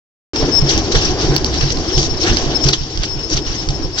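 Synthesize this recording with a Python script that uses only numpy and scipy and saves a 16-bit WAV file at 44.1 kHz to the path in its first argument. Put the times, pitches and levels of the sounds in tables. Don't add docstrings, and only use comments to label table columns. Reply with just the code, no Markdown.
import sys
import numpy as np
from scipy import signal
from scipy.fft import rfft, irfft
from scipy.io import wavfile

SR = 44100
rng = np.random.default_rng(int(sys.argv[2]) if len(sys.argv) > 2 else 0)


def wav_record(signal):
    frames = np.transpose(np.atleast_2d(signal))
    bounded = np.clip(frames, -1, 1)
    quanta = np.round(bounded * 32767).astype(np.int16)
    wavfile.write(sys.argv[1], SR, quanta)


N = 176400

# frequency in Hz, left minus right in dB.
LEAN = [(30, -4), (130, 3.5), (300, 2), (560, 1.5), (1180, 2.5), (1720, 1), (2500, -3), (3620, -5),
        (4500, -5.5), (5260, 7), (6500, 15.5), (7640, 2)]


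def amp(db):
    return 10 ** (np.asarray(db) / 20)


def rms_one(x):
    return x / np.sqrt(np.mean(x ** 2) + 1e-20)


def in_time(rows):
    s, *columns = np.transpose(rows)
    return [np.interp(np.arange(N) / SR, s, c) for c in columns]


def at_hz(points, hz):
    points = np.array(points)
    return np.interp(np.log(hz), np.log(points[:, 0] + 1e-9), points[:, 1])


def drift(corner_hz):
    step, settle = 40, 2000
    r = np.exp(-2 * step * np.pi * corner_hz / SR)
    noise = rng.standard_normal(N // step + settle + 2)
    slow = signal.lfilter([1], [1, -2 * r, r * r], noise)[settle:]
    return np.interp(np.arange(N) / step, np.arange(len(slow)), rms_one(slow))


def add(out, s, sound):
    i = int(s * SR)
    out[..., i:i + sound.shape[-1]] += sound[..., :N - i]


def late(x, s):
    return np.interp(np.arange(N) - s * SR, np.arange(N), x, left=0)


def pan(left_right_db):
    return amp([[left_right_db / 2], [-left_right_db / 2]])


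def dull(x):
    return signal.sosfilt(signal.butter(4, 6570, fs=SR, output="sos"), x + 1e-18)


def coloured(source, colour, swing_db, patchy_db, flicker_hz):
    # frequency in Hz, left-right likeness (0-1).
    likeness = [(30, 0.89), (300, .99), (700, 0.87), (1100, .75), (1800, 0.37), (2800, 0.34), (5000, 0.17),
                (8000, 0.3)]
    low_hz, high_hz = colour[0][0], colour[-1][0]
    hz = np.maximum(np.arange(N // 2 + 1) * SR / N, 1)
    shape = amp(at_hz(colour, hz)) * (hz > low_hz) * (hz < high_hz)
    spectrum = rfft(source) * shape / np.sqrt(np.mean(shape ** 2))
    out, together = 0, drift(flicker_hz)
    for mid_hz in low_hz * 2 ** np.arange(0, np.log2(high_hz / low_hz) + .34, 1 / 3):
        mask = np.cos(np.pi / 2 * np.clip(3 * np.log2(hz / mid_hz), -1, 1)) ** 2
        mid, side = irfft(spectrum * mask, N)
        alike = np.clip(at_hz(likeness, mid_hz), 0, 1)
        flicker_db = patchy_db * (0.37 * together + drift(flicker_hz))
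        gain = amp(swing_db(mid_hz) + flicker_db) / np.sqrt(2)
        stereo = np.sqrt(1 + alike) * mid + np.sqrt(1 - alike) * side * [[1], [-1]]
        out = out + gain * pan(at_hz(LEAN, mid_hz)) * stereo
    return out


def chuffs():
    # dip time in seconds, dip depth in dB, dip width (two sigmas) in ms, chimney ring in dB.
    beats = [(0.432, -9, 5.2, -14), (0.625, -5, 6, -6), (.768, -11.5, 7.2, -27), (.961, -3.5, 4.3, -13.5),
             (1.108, -11, 8.0, -18.5), (1.297, -8, 4.5, -8), (1.443, -11, 6.4, -41), (1.633, -7, 4.8, -9),
             (1.78, -10.5, 6.9, -21.5), (1.973, -5, 5.0, -8.5), (2.12, -11.5, 14, -21),
             (2.316, -3, 3.54, -35), (2.468, -8.5, 8.9, -16.5), (2.657, -6, 3.74, -7),
             (2.812, -11.5, 6.3, -21), (2.999, -7, 4, -25), (3.156, -16, 6.7, -20), (3.35, -8, 4.6, -17.5),
             (3.502, -11.5, 6.6, -26), (3.697, -8.5, 4.7, -15), (3.849, -11, 8.0, -25)]
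    push_share, push_lead, push_width = 0.7, 7.75, 1.6
    rebound_share, rebound_lag, rebound_width = 0.46, 5.5, 1.6
    chimney_hz, chimney_rise_s, chimney_t60_s = 141, 0.012, 0.25
    echo_s, echo_db = 0.0306, -9
    air, rings = np.zeros(N), np.zeros(N)
    u = np.arange(-.06, .3, 1 / SR)
    for s, db, width_ms, ring_db in beats:
        w = 2000 * u / width_ms
        push = push_share * np.exp(-((w + push_lead) / push_width) ** 2 / 2)
        dip = np.exp(-w ** 2 / 2)
        rebound = rebound_share * np.exp(-((w - rebound_lag) / rebound_width) ** 2 / 2)
        add(air, s + u[0], amp(db) * (push - dip + rebound))
        swell = np.clip(u / chimney_rise_s + .5, 0, 1) * amp(-60 * np.maximum(u, 0) / chimney_t60_s)
        add(rings, s + u[0], -amp(ring_db) * swell * np.cos(2 * np.pi * chimney_hz * u))
    return (air + amp(echo_db) * late(air, echo_s) + rings) * pan(-.6)


def rumble():
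    # time in seconds, level in dB, deep bass level in dB, both before the settings below.
    levels = [(0.37, -21, -47), (0.38, -26, -21), (0.43, -14.5, -57), (0.47, -22, -26), (0.49, -13.5, -34),
              (0.51, -21, -24.5), (0.64, -21.5, -34.5), (0.75, -20.5, -25.5), (0.83, -21.5, -26.5),
              (0.97, -22, -44.5), (1.0, -21.5, -22.5), (1.22, -21, -33.5), (1.24, -18.5, -11),
              (1.3, -21, -31), (1.32, -14, -32.5), (1.39, -23.5, -29.5), (1.55, -24, -28.5),
              (1.97, -24, -32), (1.98, -19.5, -32), (2.06, -27, -27), (2.08, -20.5, -17),
              (2.11, -26.5, -31), (2.19, -21.5, -34.5), (2.21, -28, -27), (2.25, -17, -23),
              (2.35, -21, -34.5), (2.68, -22.5, -40), (2.79, -33.5, -53), (3.06, -29, -35.5),
              (3.28, -30.5, -44), (3.33, -28, -36.5), (3.7, -31, -40), (3.82, -23.5, -42.5),
              (3.93, -33, -34.5), (3.95, -28, -35.5), (4.0, -33, -45)]
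    # frequency in Hz, relative density in dB per Hz.
    colour = [(12, -61), (20, -24.5), (27, -5.5), (49, 2.5), (103, -4), (196, -10), (260, -7.5), (318, 0.5),
              (374, -4), (584, -15.5), (790, -13.5), (948, -22.5), (1030, -17.5), (1260, -26.5),
              (1740, -24.5), (1960, -28.5), (2500, -29), (3250, -63), (5500, -120)]
    bass_below_hz, trim_db, bass_follows = 160, 2, 0.34
    level_db, bass_db = in_time(levels)
    bass_db = level_db.mean() + bass_follows * (bass_db - bass_db.mean())

    def swing_db(hz):
        return trim_db + (bass_db if hz < bass_below_hz else level_db)

    return coloured(rng.standard_normal((2, N)), colour, swing_db, patchy_db=2.0, flicker_hz=13)


def knocks():
    # start in seconds, level in dB before the trim, pitch in Hz.
    rows = [(0.397, -0.5, 447), (0.415, -7, 330), (0.428, -12, 326), (0.484, -4, 318), (0.534, -13, 334),
            (0.902, -3, 376), (0.944, 3.5, 455), (1.23, 2.5, 343), (1.304, -15, 398), (1.319, -3, 323),
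            (1.355, -13, 326), (1.692, -13, 358), (1.974, 2, 350), (2.22, -13, 285), (2.278, -8, 344),
            (2.407, -20, 330), (2.55, -8, 355)]
    t60_s, rise_s, trim_db = 0.065, 0.0049, -10
    out, u = np.zeros((2, N)), np.arange(0, .2, 1 / SR)
    for s, db, hz in rows:
        envelope = np.minimum(u / rise_s, 1) * amp(db + trim_db - 60 * u / t60_s)
        add(out, s, envelope * np.sin(2 * np.pi * hz * u) * pan(1.6))
    return out


def steam():
    # time in seconds, level in dB before the trim, lift of the lower hiss in dB (mean removed).
    bursts = [
        [(0.345, -41, 8), (0.369, -31.5, 0.5), (0.519, -36.5, 3), (0.585, -31, -8.5), (0.631, -42, 7),
         (0.685, -27.5, 2), (0.695, -19.5, -8.5), (0.817, -34, 1), (0.861, -31.5, -2.5), (0.907, -41, 3),
         (0.921, -20.5, -3), (0.941, -27, -2), (0.953, -19, 3.5), (0.973, -26.5, 0.5), (1.043, -26.5, -0.5),
         (1.053, -21, -8), (1.063, -26, -1), (1.103, -33, 3.5), (1.169, -40, -2), (1.203, -26.5, 3.5),
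         (1.303, -34, -1.5), (1.385, -26, -7), (1.389, -37, 3), (1.439, -38.5, -7), (1.465, -25.5, -12.5),
         (1.475, -37.5, 0), (1.565, -29, 4), (1.601, -35, -1), (1.611, -28.5, 3), (1.715, -30.5, -0.5),
         (1.725, -23.5, -10), (1.735, -36, -5.5), (1.911, -33, 3.5), (1.973, -26, -9), (1.983, -21.5, -11),
         (2.013, -24.5, -9.5), (2.063, -25.5, -8), (2.083, -37, 0.5), (2.107, -36.5, -4), (2.15, -38, 4.5)],
        [(2.16, -38, 1), (2.174, -34, -10.5), (2.194, -39, -1), (2.21, -24.5, -8), (2.276, -23.5, 5.5),
         (2.364, -30.5, -1), (2.39, -29, -9), (2.4, -31, -4), (2.554, -37, 7.5), (2.626, -34.5, -8.5),
         (2.646, -19, -15.5), (2.656, -30, 1.5), (2.692, -23, 0.5), (2.698, -30, 6.5), (2.712, -26, -8),
         (2.722, -40.5, 2), (2.734, -17, -6.5), (2.764, -38, 0), (2.99, -40, -0.5), (3.04, -31.5, 9),
         (3.056, -29, -10), (3.066, -38, 4.5), (3.148, -43, -4), (3.174, -45, 9), (3.286, -38, -6.5),
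         (3.302, -28.5, -11), (3.338, -22.5, -15), (3.354, -32, -1), (3.374, -24.5, -2), (3.43, -46.5, 0.5),
         (3.466, -33.5, -1.5), (3.512, -34.5, 2.5), (3.522, -30.5, -1), (3.67, -38.5, -1), (3.696, -46, 1),
         (3.706, -30, -8.5), (3.712, -37, -2.5), (3.942, -43.5, 0.5), (3.988, -21, -5), (4.0, -25, -8)],
    ]
    # frequency in Hz, relative density in dB per Hz.
    colour = [(410, -21), (700, -9.5), (783, -5.5), (914, -11.5), (1080, -11.5), (1250, -7.5), (1810, -7.5),
              (2340, -10), (2620, -7.5), (2880, -4.5), (4160, -5), (4650, 0.5), (5050, -4.5), (5600, 2.5),
              (6660, -15), (7230, -18.5), (8090, -23.5), (10500, -60.5), (17800, -120)]
    full_below_hz, trim_db, spatter_per_s, spatter_db = 5330, 5.5, 460, -16.5
    level_db, full_db = in_time(np.vstack(bursts))
    lift_db = full_db - full_db.mean()
    sizes = amp(2.2 * np.minimum(rng.exponential(1, N), 4)) * rng.choice([-1, 1], N)
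    drops = rms_one((rng.random(N) < spatter_per_s / SR) * sizes)
    jet = rms_one(rng.standard_normal((2, N)) + amp(spatter_db) * drops * [[1], [0]])

    def swing_db(hz):
        return trim_db + level_db + lift_db * np.clip(np.log2(full_below_hz / hz) * 0.84, 0, 1)

    hiss = coloured(jet, colour, swing_db, patchy_db=2.67, flicker_hz=25.8)
    return hiss + dull(crackle(level_db))


def crackle(level_db):
    bursts_per_s, trim_db, low_hz, high_hz, t60_cycles = 200, 2, 1840, 6650, 9.1
    rate = bursts_per_s * amp(level_db - level_db.mean() + 5.0 * drift(20))
    born = rng.random(N) < rate / SR
    sizes = born * amp(1.8 * np.minimum(rng.exponential(1, N), 4)) * rng.choice([-1, 1], N)
    out, dealt = 0, rng.integers(0, 12, N)
    for k, hz in enumerate(np.geomspace(low_hz, high_hz, num=12)):
        r, w = amp(-60 * hz / (t60_cycles * SR)), 2 * np.pi * hz / SR
        hits = sizes * (dealt == k) + 1e-18
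        ring = signal.lfilter([0, np.sin(w)], [1, -2 * r * np.cos(w), r * r], hits)
        out = out + pan(at_hz(LEAN, hz)) * ring
    return amp(trim_db + level_db) * out


def ticks():
    # start in seconds, level in dB before the trim, pitch in Hz, left minus right in dB,
    # dry crack under the ring in dB, crack t60 in seconds.
    rows = [(0.3604, -9, 5000, -8, -2, 0.05), (0.7774, -8, 5430, 6, -4, 0.05),
            (0.9183, -17, 5500, 11, -2, 0.05), (0.9507, -17, 5670, 3.5, -8, 0.05),
            (1.052, -24, 5670, 9, -5, 0.05), (1.3637, 0, 4640, -12, -11.5, 0.03),
            (1.4453, -3.5, 4780, -4, -9, 0.05), (1.542, -12, 5440, 1, 1, 0.05),
            (1.6102, -12.5, 4720, -2.5, 7, 0.05), (1.6128, -17, 5300, 4, -7, 0.05),
            (1.7033, -12.5, 4960, -6, 1, 0.056), (1.7714, -20, 4400, -15, -9, 0.05),
            (1.978, -11.5, 5660, 13, -4, 0.05), (2.0295, -5.5, 5300, -3.5, -6.5, 0.05),
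            (2.3699, -7, 4840, -10, -2.5, 0.055), (2.64, -9.5, 5240, 9, -10.5, 0.05),
            (2.686, -5, 5550, 4.5, 0, 0.05), (2.6887, -6, 4560, 2, 1, 0.042),
            (2.7333, -7.5, 4040, 5, 0, 0.055), (2.9743, -11.5, 4840, -5.0, -5, 0.046),
            (3.0349, -8, 4700, -3, -0.5, 0.055), (3.301, -12, 5640, 4.5, -15, 0.05),
            (3.3749, -8, 4590, -7, -6, 0.04), (3.626, -22, 5170, -3, 4, 0.05),
            (3.6879, -9.5, 4980, -1, 0.5, 0.057)]
    # multiple of the pitch, level in dB (varied at random per tick), t60 in seconds.
    modes = [(1.0, 5, 0.008), (.72, -12.5, .007), (1.14, -3.5, 0.012), (1.32, -20, .007)]
    trim_db, bounce_s, bounce_db = -2.5, 0.0014, -7.5
    echo_s, echo_db, echo_above_hz, echo_pan_db = .0165, -15, 5000, 19
    crack_band_hz = [1990, 6500]
    out, u = np.zeros((2, N)), np.arange(0, .08, 1 / SR)
    band = signal.butter(2, crack_band_hz, "band", fs=SR, output="sos")
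    for s, db, hz, pan_db, crack_db, crack_t60_s in rows:
        ring = np.zeros(len(u))
        for multiple, mode_db, t60_s in modes:
            decay = amp(mode_db + 2.0 * rng.standard_normal() - 60 * u / t60_s)
            ring += decay * np.sin(2 * np.pi * hz * multiple * u)
        noise = rng.standard_normal(len(u))
        crack = signal.sosfilt(band, noise * amp(crack_db - 60 * u / crack_t60_s))
        place = amp(db + trim_db) * pan(pan_db)
        add(out, s, (ring + crack) * place)
        add(out, s + bounce_s, ring * place * amp(bounce_db))
    out = dull(out)
    high_pass = signal.butter(2, echo_above_hz, "high", fs=SR, output="sos")
    echo = signal.sosfilt(high_pass, late(out.mean(axis=0), echo_s) + 1e-18)
    return out + echo * amp(echo_db) * pan(echo_pan_db)


def squeaks():
    # start in seconds, length in seconds, rms level at the peak in dB (left), start pitch in Hz,
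    # end pitch in Hz, place of the peak (0-1, held within 0.1-0.9).
    rows = [(0.349, 0.094, -17.5, 5310, 5405, 0.45), (0.447, .03, -20.5, 5350, 5350, .4),
            (0.51, .092, -6.5, 5316, 5383, 0.84), (0.604, 0.026, -17.5, 5270, 5360, 0.4),
            (.632, .025, -21, 5430, 5280, .5), (.66, 0.025, -18, 5360, 5400, 0.7),
            (1.205, 0.038, -23, 5410, 5470, .4), (1.573, 0.038, -21, 5330, 5330, 0.5),
            (1.631, 0.075, -25, 5390, 5360, 0.7), (1.877, 0.022, -17.5, 5270, 5300, 0.8),
            (1.911, 0.027, -24, 5450, 5270, 0.6), (1.928, 0.069, -16, 5370, 5360, 0),
            (2.094, .052, -19, 5350, 5400, 0.36), (2.162, 0.021, -19.5, 5380, 5270, 1),
            (2.212, 0.036, -14.5, 5300, 5420, 0.1), (2.286, 0.036, -18.5, 5370, 5470, 0.4),
            (2.543, 0.037, -9, 5330, 5330, 0.6), (2.595, 0.059, -15, 5337, 5400, 0.9),
            (2.773, 0.036, -23, 5250, 5450, 1), (2.899, 0.086, -28.5, 5350, 5390, 0.6),
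            (3.07, .1, -19.5, 5300, 5397, 0.42), (3.178, 0.043, -22.5, 5310, 5380, 0.9),
            (3.226, 0.035, -17.5, 5320, 5320, 0.6), (3.258, 0.025, -28, 5330, 5340, .4),
            (3.403, 0.049, -27, 5320, 5330, .5), (3.443, 0.076, -23, 5390, 5310, 0.23),
            (3.572, 0.042, -18.5, 5300, 5330, 0.6), (3.732, 0.052, -22.5, 5340, 5300, .4),
            (3.821, 0.047, -22.5, 5370, 5360, 0.4), (3.925, 0.043, -23.5, 5300, 5310, .6)]
    right_db, waver_hz, bluntness = -19.5, 9.7, 0.85
    whine_hz, whine_width_hz, whine_db = 5330, 67, -33.5
    out, waver = np.zeros(N), waver_hz * drift(30)
    for s, length_s, db, start_hz, end_hz, peak in rows:
        p, i = np.arange(0, 1, 1 / (length_s * SR)), int(s * SR)
        peak = np.clip(peak, .1, .9)
        swell = np.sin(np.pi / 2 * np.minimum(p / peak, (1 - p) / (1 - peak))) ** bluntness
        hz = start_hz + (end_hz - start_hz) * p + waver[i:i + len(p)]
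        add(out, s, np.sqrt(2) * amp(db) * swell * np.sin(2 * np.pi * np.cumsum(hz) / SR))
    r, w = np.exp(-np.pi * whine_width_hz / SR), 2 * np.pi * whine_hz / SR
    whine = signal.lfilter([1], [1, -2 * r * np.cos(w), r * r], rng.standard_normal(N))
    return (out + amp(whine_db) * rms_one(whine)) * amp([[0], [right_db]])


def boom():
    start_s, length_s, hz, peak_db = 1.49, 0.1, 63.6, -13
    u, out = np.arange(0, length_s, 1 / SR), np.zeros(N)
    add(out, start_s, amp(peak_db) * np.sin(np.pi * u / length_s) * np.sin(2 * np.pi * hz * u))
    return out


def leak():
    # time in seconds, level in dB before the trim.
    levels = [(0.55, -32.5), (1.17, -32), (2.07, -35), (2.47, -30.5), (2.98, -37.5), (4.0, -40.5)]
    # frequency in Hz, relative density in dB per Hz.
    colour = [(530, -38), (900, -4.5), (1050, -7), (1230, -22.5), (1460, -15), (2540, -12.5), (2970, -6.5),
              (4210, -10.5), (4700, 0), (5060, -5.5), (5200, -5), (5500, -0.5), (5650, -7), (7180, -19.5),
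              (8090, -34), (10500, -58), (17800, -120)]
    trim_db = 0.5
    level_db, = in_time(levels)
    noise = rng.standard_normal((2, N))
    return coloured(noise, colour, lambda hz: trim_db + level_db, patchy_db=-0.5, flicker_hz=7.1)


def at_ports(x, lag_s):
    return np.array([x[0], late(x[1], lag_s)])


def scene():
    low = at_ports(chuffs() + rumble() + knocks() + boom(), lag_s=.0001)
    high = at_ports(steam() + ticks() + squeaks() + leak(), lag_s=0.00022)
    return low + high


def record(dry):
    bass_cut_hz = [42.5, 4.7]
    start_s, clip_top, top_stop_hz = 0.3344, 2.6, 9047
    heard = np.array([signal.lfilter(*signal.butter(1, hz, "high", fs=SR), x)
                      for x, hz in zip(dry, bass_cut_hz)])
    heard = heard * (np.arange(N) > start_s * SR)
    rounded = clip_top * np.tanh(heard / clip_top)
    return signal.sosfilt(signal.cheby2(16, 75, top_stop_hz, fs=SR, output="sos"), rounded)


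dry = scene()
out = record(dry)
wav_record(out)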